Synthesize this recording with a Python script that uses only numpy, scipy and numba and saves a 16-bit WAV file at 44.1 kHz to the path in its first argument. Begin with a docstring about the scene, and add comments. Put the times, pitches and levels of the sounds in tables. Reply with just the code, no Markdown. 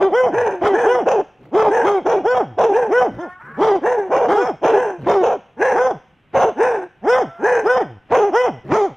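"""A deep woof, then a ringing bay and a hoarse bay: four basset hounds call over one another on a lawn.
A harsh bark joins in; thin whines, low growls and bursts of noise slip in between, over faint outdoor air.
Barks and bays are arches of pitch: harmonics of the vocal folds crack into half-tones and rasp, then sink
to a grunt. Each dog has its own throat filter and moving mouth resonance; walls and hedges echo faintly."""
import sys
import numpy as np
from scipy import signal
from scipy.fft import rfft, irfft
from scipy.io import wavfile
from scipy.ndimage import uniform_filter1d, map_coordinates
from numba import njit

SR = 44100
rng = np.random.default_rng(int(sys.argv[2]) if len(sys.argv) > 2 else 0)


def bounce(signal):
    """Save signal as a 16-bit WAV file at the path given by the first command-line argument."""
    frames = np.transpose(np.atleast_2d(signal))
    limited = np.clip(frames, -1, 1)
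    pcm = np.round(limited * 32767).astype(np.int16)
    wavfile.write(sys.argv[1], SR, pcm)


N = 395136
TOP_HZ = 15500  # limit of fold harmonics and of the final low-pass

# Calls, clear ringing bay: [full voice t/s, attack/s, hold/s, tail/s, top target f/Hz, settled target f/Hz,
# level/dB, treble offset/dB, roughness/1, crack delay/s, crack roughness/1]; roughness is clipped to 0-1
CLEAR_CALLS = [ (0.132, 0.045, 0.16, 0.17, 513, 507.4, -12.5, 0, 0.16, 0.14, 0.88),
               (0.865, 0.045, .15, 0.058, 499.6, 502.4, -13, 0.5, 0.12, 0.12, 1.1),
               (2.257, 0.041, 0.16, .16, 506, 510, -13, 1.5, 0.16, .11, 1.11),
               (2.92, 0.058, 0.15, 0.059, 504.7, 512.6, -12, 0, 0.2, 0.11, 1.11),
               (3.195, 0.044, 0.065, 0.037, 381.6, 350, -26.5, 0, 0.15, .05, 0.23),
               (4.36, 0.064, .14, 0.068, 495.3, 527, -16.5, 3.5, 0.2, 0.099, 0.9),
               (5.768, .06, .146, .08, 511.7, 547, -13.5, 0, 0.36, 0.13, 0.82),
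               (7.075, 0.066, 0.15, .09, 506, 547.6, -12, 1, 0.18, 0.11, .85),
               (7.66, 0.041, 0.16, 0.18, 505.2, 524.7, -12.5, 0.5, 0.23, 0.12, 1.06),
               (8.342, 0.049, 0.14, 0.13, 502, 526, -13, 2, 0.13, 0.13, 0.71), ]
# Its throat and muzzle response: [f/Hz, level/dB]
CLEAR_THROAT = [(120, 9), (500, 4.5), (780, 2.5), (1050, -7), (1550, -13.5), (2050, -19), (2700, -34.5),
                (3250, -26), (4100, -59.5), (5200, -35.5), (6100, -37.5), (7000, -49), (15000, -69.5)]


def clear_bay():
    """Ringing bay: steady folds, low rasp, strong half-tones in the crack."""
    arch_habit = dict(swoop_s=0.016, top_s=0.04, settle_s=0.08, drop_after_s=0.0069, drop_s=0.013)
    push_habit = dict(droop_db_per_s=17.5, release_db_per_s=450.5, grunt_db=-30.5)
    calls = barks(CLEAR_CALLS, arch_habit, crack_s=0.031, **push_habit)
    return voice_all(calls, CLEAR_THROAT, jitter=0.014, jitter_rate_hz=200, halftone_gain=1.1,
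                     rasp_gain_db=-2.5, hoarse=0, closing_treble_db=-1.0,
                     mouth_hz=(770, 1500), mouth_gain_db=3)


# Calls, long hoarse nasal bay: [columns as CLEAR_CALLS]
HOARSE_CALLS = [ (0.345, 0.051, 0.14, 0.2, 500, 364.7, -14, -0.5, 0.43, 0.16, 0.95),
                (0.745, .055, .13, .12, 485, 365, -15, 1.5, 0.39, 0.12, 0.7),
                (1.715, 0.052, 0.093, 0.11, 498.5, 391, -13, 0.47, 0.38, 0.099, 0.66),
                (2.735, 0.051, 0.093, 0.12, 503.5, 373, -13, -2.5, 0.26, 0.092, 0.63),
                (3.848, .045, 0.14, .12, 510.3, 378, -13.5, -0.53, 0.31, 0.015, 0.56),
                (4.74, 0.059, 0.12, .15, 502.6, 365.4, -16, 1.7, 0.24, .14, 0.72),
                (5.615, 0.055, .15, .05, 533.5, 401.3, -13, 1.3, .6, 0.16, 0.77),
                (6.603, 0.058, 0.13, .15, 515, 388.3, -12.5, 0.29, 0.38, 0.17, 0.87),
                (7.445, 0.066, 0.12, 0.15, 510.5, 410.6, -12, 1.4, 0.32, 0.15, 0.74), ]
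# Its throat and muzzle response: [f/Hz, level/dB]
HOARSE_THROAT = [(120, -8), (480, 0), (620, -8.5), (880, -3.5), (1220, -24), (1700, -15.5), (2150, -31.5),
                 (2600, -29.5), (2950, -40.5), (4500, -60), (6300, -39), (6900, -58), (8500, -53.5),
                 (12000, -81.5)]


def hoarse_bay():
    """Hoarse bay: turbulence replaces part of the upper harmonics; pitch drops late and slowly."""
    arch_habit = dict(swoop_s=0.017, top_s=0.055, settle_s=0.087, drop_after_s=0.19, drop_s=0.035)
    push_habit = dict(droop_db_per_s=19.5, release_db_per_s=134.5, grunt_db=-45)
    calls = barks(HOARSE_CALLS, arch_habit, crack_s=0.045, **push_habit)
    return voice_all(calls, HOARSE_THROAT, jitter=0.045, jitter_rate_hz=260, halftone_gain=0.23,
                     rasp_gain_db=1.0, hoarse=0.39, closing_treble_db=-1,
                     mouth_hz=(1560, 1700), mouth_gain_db=3)


# Calls, deep woof: [columns as CLEAR_CALLS]
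WOOF_CALLS = [ (0.0, .02, 0.077, 0.058, 397.8, 383, -12, -2, 0.13, 0.0036, 0.98),
              (0.622, .018, 0.12, 0.075, 426.7, 379, -13, 2, 0.099, 0.038, 0.73),
              (1.55, 0.045, 0.14, 0.035, 449.5, 418.3, -11.5, 2, 0.33, 0.094, 0.91),
              (1.85, 0.038, .13, 0.068, 421.5, 386, -14, 4, 0.14, 0.024, 0.66),
              (3.612, 0.057, 0.15, .05, 456.4, 386.4, -12, 2, 0.29, 0.054, 0.61),
              (4.295, 0.044, .115, 0.083, 420.2, 398, -13, 5.5, 0.091, .005, 0.75),
              (5.072, 0.021, .143, 0.035, 426, 375, -12, 1, 0.13, 0.046, 0.99),
              (8.727, 0.057, 0.13, 0.12, 437.6, 392, -12.5, 2, 0.14, 0.028, .8), ]
# Its throat and muzzle response: [f/Hz, level/dB]
WOOF_THROAT = [(120, 2), (400, 4), (820, -3.5), (1050, -8.5), (1700, -23.5), (2200, -25), (2700, -39),
               (3200, -33.5), (4300, -49.5), (6200, -44), (7500, -57), (15000, -72.5)]


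def deep_woof():
    """Deep woof: lower pitch arch and early crack through a dark throat."""
    arch_habit = dict(swoop_s=0.014, top_s=0.035, settle_s=0.055, drop_after_s=0.03, drop_s=0.011)
    push_habit = dict(droop_db_per_s=13.5, release_db_per_s=477.5, grunt_db=-33)
    calls = barks(WOOF_CALLS, arch_habit, crack_s=0.035, **push_habit)
    return voice_all(calls, WOOF_THROAT, jitter=0.04, jitter_rate_hz=260, halftone_gain=0.25,
                     rasp_gain_db=0.5, hoarse=0, closing_treble_db=-2.0,
                     mouth_hz=(810, 1350), mouth_gain_db=-3)


# Calls, short harsh bark: [columns as CLEAR_CALLS]
HARSH_CALLS = [ (1.072, 0.029, 0.13, 0.047, 561.8, 417.6, -12, -0.31, 0.44, 0.019, 0.94),
               (2.066, 0.034, 0.12, 0.095, 482.3, 409.3, -12.5, -0.21, 0.44, 0.037, 0.65),
               (2.589, 0.027, 0.14, 0.035, 546.7, 417.5, -12, -1, 0.27, .025, 0.99),
               (4.12, 0.042, 0.15, .04, 511.7, 472, -12, 0.59, 0.56, 0.057, 1),
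               (4.637, 0.031, 0.14, 0.058, 492.2, 419, -12, 0.68, 0.47, 0.028, 0.9),
               (5.235, 0.037, .105, 0.073, 528.6, 495.3, -13, -1.9, 0.61, 0.083, 0.807),
               (6.352, 0.024, 0.14, 0.054, 573, 452, -11, -0.41, .45, .075, 1),
               (8.122, .028, .16, 0.041, 519.4, 411.6, -11, 0.31, 0.14, 0.038, 0.56), ]
# Its throat and muzzle response: [f/Hz, level/dB]
HARSH_THROAT = [(120, 2), (450, 3), (760, 1.5), (1250, -14), (1550, -14), (2050, -28), (2450, -25),
                (3300, -35.5), (4300, -52.5), (6250, -37), (7500, -58), (15000, -67.5)]


def harsh_bark():
    """Harsh bark: fast pitch swoop, heavy jitter and rasp."""
    arch_habit = dict(swoop_s=0.009, top_s=0.022, settle_s=0.04, drop_after_s=0.031, drop_s=0.014)
    push_habit = dict(droop_db_per_s=22, release_db_per_s=498.5, grunt_db=-36)
    calls = barks(HARSH_CALLS, arch_habit, crack_s=0.04, **push_habit)
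    return voice_all(calls, HARSH_THROAT, jitter=0.098, jitter_rate_hz=190, halftone_gain=0.49,
                     rasp_gain_db=0.5, hoarse=0.23, closing_treble_db=-2.5,
                     mouth_hz=(760, 1100), mouth_gain_db=-8)


# Thin whines: [start t/s, length/s, first f/Hz, last f/Hz, mid level/dB, treble offset/dB, roughness/1]
WHINE_CALLS = [(3.17, 0.23, 330.6, 368.7, -37.5, 7, 0.13), (3.385, .25, 423, 582, -38, 9, 0.45),
               (7.23, 0.37, 640, 721, -38.5, -12, 0.2)]
# Whine throat response: [f/Hz, level/dB]
WHINE_THROAT = [(350, -18.5), (680, 1.5), (1550, 9), (2300, -16.5), (3200, -36.5), (9000, -48.5)]


def whines():
    """Thin rising glides of the folds with little jitter and no added half-tones."""
    return voice_all(glides(WHINE_CALLS), WHINE_THROAT, jitter=0.013, jitter_rate_hz=59, halftone_gain=0,
                     rasp_gain_db=5.0, hoarse=0, closing_treble_db=3.0,
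                     mouth_hz=(1100, 1500), mouth_gain_db=-27)


# Low growls: [columns as WHINE_CALLS]
GROWL_CALLS = [(1.38, 0.14, 70.4, 64.8, -44.5, 2, 1), (3.1, 0.11, 60, 57.9, -33, 5, 0.36),
               (3.42, 0.28, 68.7, 80.8, -42.5, -8, 0.28), (4.98, .1, 160, 123.6, -29, -2.5, 0.55),
               (8.635, 0.11, 61.4, 70.3, -33.5, 3, .4)]
# Throat response behind a closed jaw: [f/Hz, level/dB]
GROWL_THROAT = [(60, -5), (150, 9.5), (400, 1), (900, -22), (2000, -30), (8000, -57)]


def growls():
    """Low, uneven fold pulses through a throat that passes mostly bass."""
    return voice_all(glides(GROWL_CALLS), GROWL_THROAT, jitter=0.093, jitter_rate_hz=170, halftone_gain=0.3,
                     rasp_gain_db=-7, hoarse=0, closing_treble_db=-4,
                     mouth_hz=(700, 900), mouth_gain_db=-19.5)


# Noise bursts at the hardest push of a bark: [t/s, level/dB]
GUST_TIMES = [(0.647, -26), (5.077, -28), (6.376, -26), (8.139, -24), (8.731, -22)]
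# Burst spectrum: [f/Hz, level/dB]
GUST_COLOUR = [(30, -10), (150, 9.5), (1000, 1), (2300, -6.5), (4500, -29.5), (6200, -34), (15000, -73)]


def gusts(width_s=0.021):
    """Voice breaks up briefly: broad noise under Gaussian pulses."""
    t = np.arange(N) / SR
    pulses = sum(undb(db) * np.exp(-0.5 * ((t - peak_s) / width_s) ** 2) for peak_s, db in GUST_TIMES)
    noise = rng.standard_normal(N) * undb(4.8 * wobble(N, 300))
    return pulses * unit(colour(noise, GUST_COLOUR))


def voice_all(calls, throat, **voice):
    """Sum all calls made with one voice setting."""
    return sum(call(*controls, throat, **voice) for controls in calls)


def barks(rows, arch_habit, crack_s, **push_habit):
    """Yield t, f, level, treble, roughness per bark or bay; each call has one Gaussian crack in the voice."""
    slack_rough = 0.45  # slack folds flap unevenly below the settled pitch
    for (start_s, attack_s, hold_s, tail_s, top_hz, settled_hz,
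         db, treble_db, rough, crack_delay_s, cracked) in rows:
        t = span(start_s - attack_s, start_s + hold_s + tail_s)
        age_s = t - start_s
        hz = arch(age_s, hold_s, top_hz, settled_hz, **arch_habit)
        level_db = push(age_s, attack_s, hold_s, db, **push_habit)
        crack = np.exp(-((age_s - crack_delay_s) / crack_s) ** 2)
        flap = slack_rough * np.maximum(1 - hz / settled_hz, 0)
        yield t, hz, level_db, treble_db, rough + crack * (cracked - rough) + flap


def arch(age_s, hold_s, top_hz, settled_hz, swoop_s, top_s, settle_s, drop_after_s, drop_s):
    """Pitch/Hz: folds tighten from a grunt to the top, settle, go slack again."""
    grunt_hz, grunt_sag_s, swoop_lead_s = 160.27, 0.3, 0.011
    settling = np.exp(-(np.maximum(age_s - top_s, 0) / settle_s) ** 2)
    tight_hz = settled_hz + (top_hz - settled_hz) * settling
    slack_hz = grunt_hz * np.exp(-np.maximum(age_s - hold_s, 0) / grunt_sag_s)
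    swoop = ramp((age_s + swoop_lead_s) / swoop_s)
    drop = ramp((hold_s + drop_after_s - age_s) / drop_s)
    return slack_hz + swoop * drop * (tight_hz - slack_hz)


def push(age_s, attack_s, hold_s, db, droop_db_per_s, release_db_per_s, grunt_db):
    """Level/dB: attack, drooping hold, release onto a fading grunt."""
    attack_db, grunt_fade_db_per_s = 31, 66.5
    over_s = np.maximum(age_s - hold_s, 0)
    level_db = db + attack_db * np.minimum(age_s / attack_s, 0)
    level_db = level_db - droop_db_per_s * np.clip(age_s, 0, hold_s)
    level_db = level_db - release_db_per_s * over_s
    grunt_level_db = grunt_db - grunt_fade_db_per_s * over_s
    return np.where(over_s > 0, np.maximum(level_db, grunt_level_db), level_db)


def glides(rows):
    """Yield the same controls per whine or growl: a slowing glide, loudest in the middle."""
    swell_db = 5.5
    for start_s, length_s, first_hz, last_hz, db, treble_db, rough in rows:
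        t = span(start_s, start_s + length_s)
        part = np.linspace(0, 1, len(t))
        hz = last_hz + (first_hz - last_hz) * (1 - part) ** 2
        yield t, hz, db - swell_db * (2 * part - 1) ** 2, treble_db, rough


# Turbulence spectrum at the folds: [f/Hz, level/dB]
RASP_COLOUR = [(40, -32), (180, -15), (290, -23.5), (480, -1.5), (740, 2.5), (12000, 2.5)]
# Dogs come round to face the microphone and brighten: [t/s, treble offset/dB]
FACING = [(4, -2.5), (8, 0)]


def call(t, hz, db, treble_db, rough, throat, jitter, jitter_rate_hz, halftone_gain, rasp_gain_db, hoarse,
         closing_treble_db, mouth_hz, mouth_gain_db):
    """One call: fold harmonics, half-tones and pulsed turbulence through throat and moving mouth."""
    n = len(t)
    rough = np.clip(rough, 0, 1)
    effort = hz / hz.max()

    # roughness staggers the pitch
    stagger = wobble(n, jitter_rate_hz) + 0.598 * wobble(n, 79.97)
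    staggered_hz = hz * (1 + jitter * (0.098 + rough) * stagger)
    phase = 2 * np.pi * np.cumsum(staggered_hz) / SR
    buzz = folds(phase, hz, effort)
    # alternating strong and weak cycles: lines between the harmonics
    halftones = buzz * np.cos(phase / 2 + wobble(n, 90.14))
    air = rng.standard_normal(n) * (1 + np.cos(phase)) * undb(1.6 * wobble(n, 159.2))

    # roughness makes the tone stutter; its upper harmonics give way to turbulence
    tone = steady(colour(buzz, throat)) * undb(5.3 * rough * wobble(n, 109.85))
    tone = tone - np.clip(hoarse + 0.32 * rough, 0, 0.9) * treble(tone, 640)
    turbulence = unit(air) + halftone_gain * unit(halftones)
    rasp = unit(colour(colour(turbulence, RASP_COLOUR), throat))
    rasp_gain = undb(rasp_gain_db) * effort * (rough + 0.21 * hoarse)
    voice = np.sqrt(1 - 0.53 * rough ** 2) * tone + rasp_gain * rasp

    # "wow": mouth resonance climbs as the jaw drops, sinks as it shuts
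    energy = undb(db) ** 2
    progress = np.cumsum(energy) / np.sum(energy)
    gape = np.interp(progress, [0, 0.3, 0.52, 0.85], [0, 1, 1, 0])
    shut_hz, open_hz = mouth_hz
    centre_hz = shut_hz + gape * (open_hz - shut_hz)
    voice = voice + undb(mouth_gain_db) * resonance(voice, centre_hz, 120.0)

    # upper voice follows push and facing
    push_treble_db = np.interp(progress, [0, 0.35, 0.75], [-1, 3, closing_treble_db])
    bright_db = treble_db + push_treble_db + np.interp(t, *np.transpose(FACING))
    voice = voice + (undb(bright_db) - 1) * treble(voice, 890)
    # shut lips muffle the top, open lips let it out
    muffle_hz, shut_db, open_db = 1230, -1.5, 0.5
    lips_db = shut_db + gape * (open_db - shut_db)
    voice = voice + (undb(lips_db) - 1) * treble(voice, muffle_hz)
    voice = voice + 0.96 * scatter(treble(voice, 2100))

    fade_in_s, fade_out_s, loudest_db = 0.016, 0.024, -10.5
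    fade = np.clip(np.minimum((t - t[0]) / fade_in_s, (t[-1] - t) / fade_out_s), 0, 1)
    level_db = np.minimum(db + 1.53 * wobble(n, 73.3), loudest_db)
    sound = steady(voice) * undb(level_db) * fade
    return np.pad(sound, (round(t[0] * SR), N))[:N]


def folds(phase, hz, effort, slack=0.91, count=32):
    """Vocal folds: slack ones have weaker overtones, driven ones clap; overtones flicker."""
    rolloff = slack * (1 - effort) ** 2
    flicker_db = 2.4
    total = 0
    for k in range(1, count + 1):
        flicker = undb(flicker_db * np.log(min(k, 6)) * wobble(len(hz), 31.96))
        total = total + np.cos(k * phase) * (k * hz < TOP_HZ) / k ** rolloff * flicker
    return -total


@njit
def resonance(x, hz, width_hz):
    """State-variable band-pass with moving centre; gain 1 at the centre."""
    y, band, low = np.empty(len(x)), 0., 0.
    for i in range(len(x)):
        g, k = np.tan(np.pi * hz[i] / SR), width_hz / hz[i]
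        v = (band + g * (x[i] - low)) / (1 + g * (g + k))
        band, low, y[i] = 2 * v - band, low + 2 * g * v, k * v
    return y


def scatter(x, decay_s=0.0048):
    """Near reflections: gliding harmonics swell and fade across the ripples of a random response."""
    t = np.arange(1024) / SR
    taps = rng.standard_normal(len(t)) * np.exp(-t / decay_s)
    return signal.fftconvolve(x, taps / np.linalg.norm(taps))[:len(x)]


def echo(x, t60_s=0.54, wall_s=0.017):
    """Wall, hedges and trees scatter sound back: decaying noise response with a soft onset."""
    t = np.arange(SR) / SR
    tail = rng.standard_normal(len(t)) * undb(-60 * t / t60_s) * (1 - np.exp(-(t / wall_s) ** 2))
    tail = colour(tail / np.linalg.norm(tail), [(450, -9.5), (3000, 10.5), (10000, 1)])
    return signal.fftconvolve(x, tail)[:N]


# Outdoor air spectrum: [f/Hz, level/dB]
YARD_COLOUR = [(25, -14), (150, -6.5), (600, -22.5), (3000, -25), (4500, -47.5), (15000, -61)]


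def yard(db=-56):
    """Faint outdoor air: coloured noise whose level wavers slightly."""
    return undb(db + 0.67 * wobble(N, 13)) * unit(colour(rng.standard_normal(N), YARD_COLOUR))


def undb(db):
    """Convert dB to amplitude gain."""
    return 10 ** (np.asarray(db) / 20)


def unit(x):
    """Scale to rms 1."""
    return x / np.sqrt(np.mean(x ** 2) + 1e-18)


def colour(x, points):
    """Minimum-phase filter through (f/Hz, level/dB) points, built from the cepstrum."""
    size = 4096
    hz, db = np.transpose(points)
    bins_hz = np.fft.rfftfreq(size, 1 / SR)
    gain = undb(np.interp(np.log(bins_hz + 1), np.log(hz), db))
    # fold the cepstrum onto positive time: causal response
    cepstrum = irfft(np.log(gain))
    cepstrum[1:size // 2] *= 2
    cepstrum[size // 2 + 1:] = 0
    response = irfft(np.exp(rfft(cepstrum)))[:size // 2]
    return signal.fftconvolve(x, response)[:len(x)]


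def treble(x, hz):
    """Zero-phase high-pass above hz."""
    return signal.sosfiltfilt(signal.butter(2, hz, "high", fs=SR, output="sos"), x)


def wobble(count, rate_hz):
    """Smooth random curve, rms 1, about rate_hz new values per second."""
    place = np.arange(count) * rate_hz / SR
    knots = rng.standard_normal(int(place[-1]) + 2)
    return unit(map_coordinates(knots, [place], order=3, mode="nearest"))


def steady(x, span_s=0.0037):
    """Flatten short-term loudness so that the level curve sets it."""
    count = max(int(span_s * SR), 1)
    power = uniform_filter1d(uniform_filter1d(x ** 2, count), count)
    return x / np.sqrt(np.abs(power) + 1e-9)


def ramp(x):
    """Smooth step from 0 to 1 around x = 0."""
    return 0.5 + 0.5 * np.tanh(x / 2)


def span(first_s, last_s):
    """Sample times/s between two moments, kept inside the scene."""
    return np.arange(max(int(first_s * SR), 0), min(int(last_s * SR), N)) / SR


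# Spectrum of the difference between the two microphone ports against their sum: [f/Hz, level/dB]
PORT_DIFFERENCE = [(400, -29.5), (2200, -15), (4000, -2.5), (8000, -4)]


def scene():
    """Pack and yard at two close microphone ports, which agree in the bass and part in the treble."""
    pack = clear_bay() + hoarse_bay() + deep_woof() + harsh_bark()
    pack += whines() + growls() + gusts()
    mid = pack + undb(-19.0) * echo(pack) + yard()
    side = colour(scatter(pack, decay_s=0.0027), PORT_DIFFERENCE)
    side = side + undb(-38.5) * echo(pack) + yard(db=-69.5)
    return np.array([mid + side, mid - side])


def record(dry):
    """Microphone chain: soft peak rounding, 20 Hz high-pass, steep low-pass at TOP_HZ."""
    drive = 0.75
    rounded = np.tanh(drive * dry) / drive
    held = signal.sosfilt(signal.butter(1, 20, "high", fs=SR, output="sos"), rounded)
    return signal.sosfilt(signal.ellip(8, 0.2, 70, TOP_HZ, fs=SR, output="sos"), held)


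dry = scene()
out = record(dry)
bounce(out)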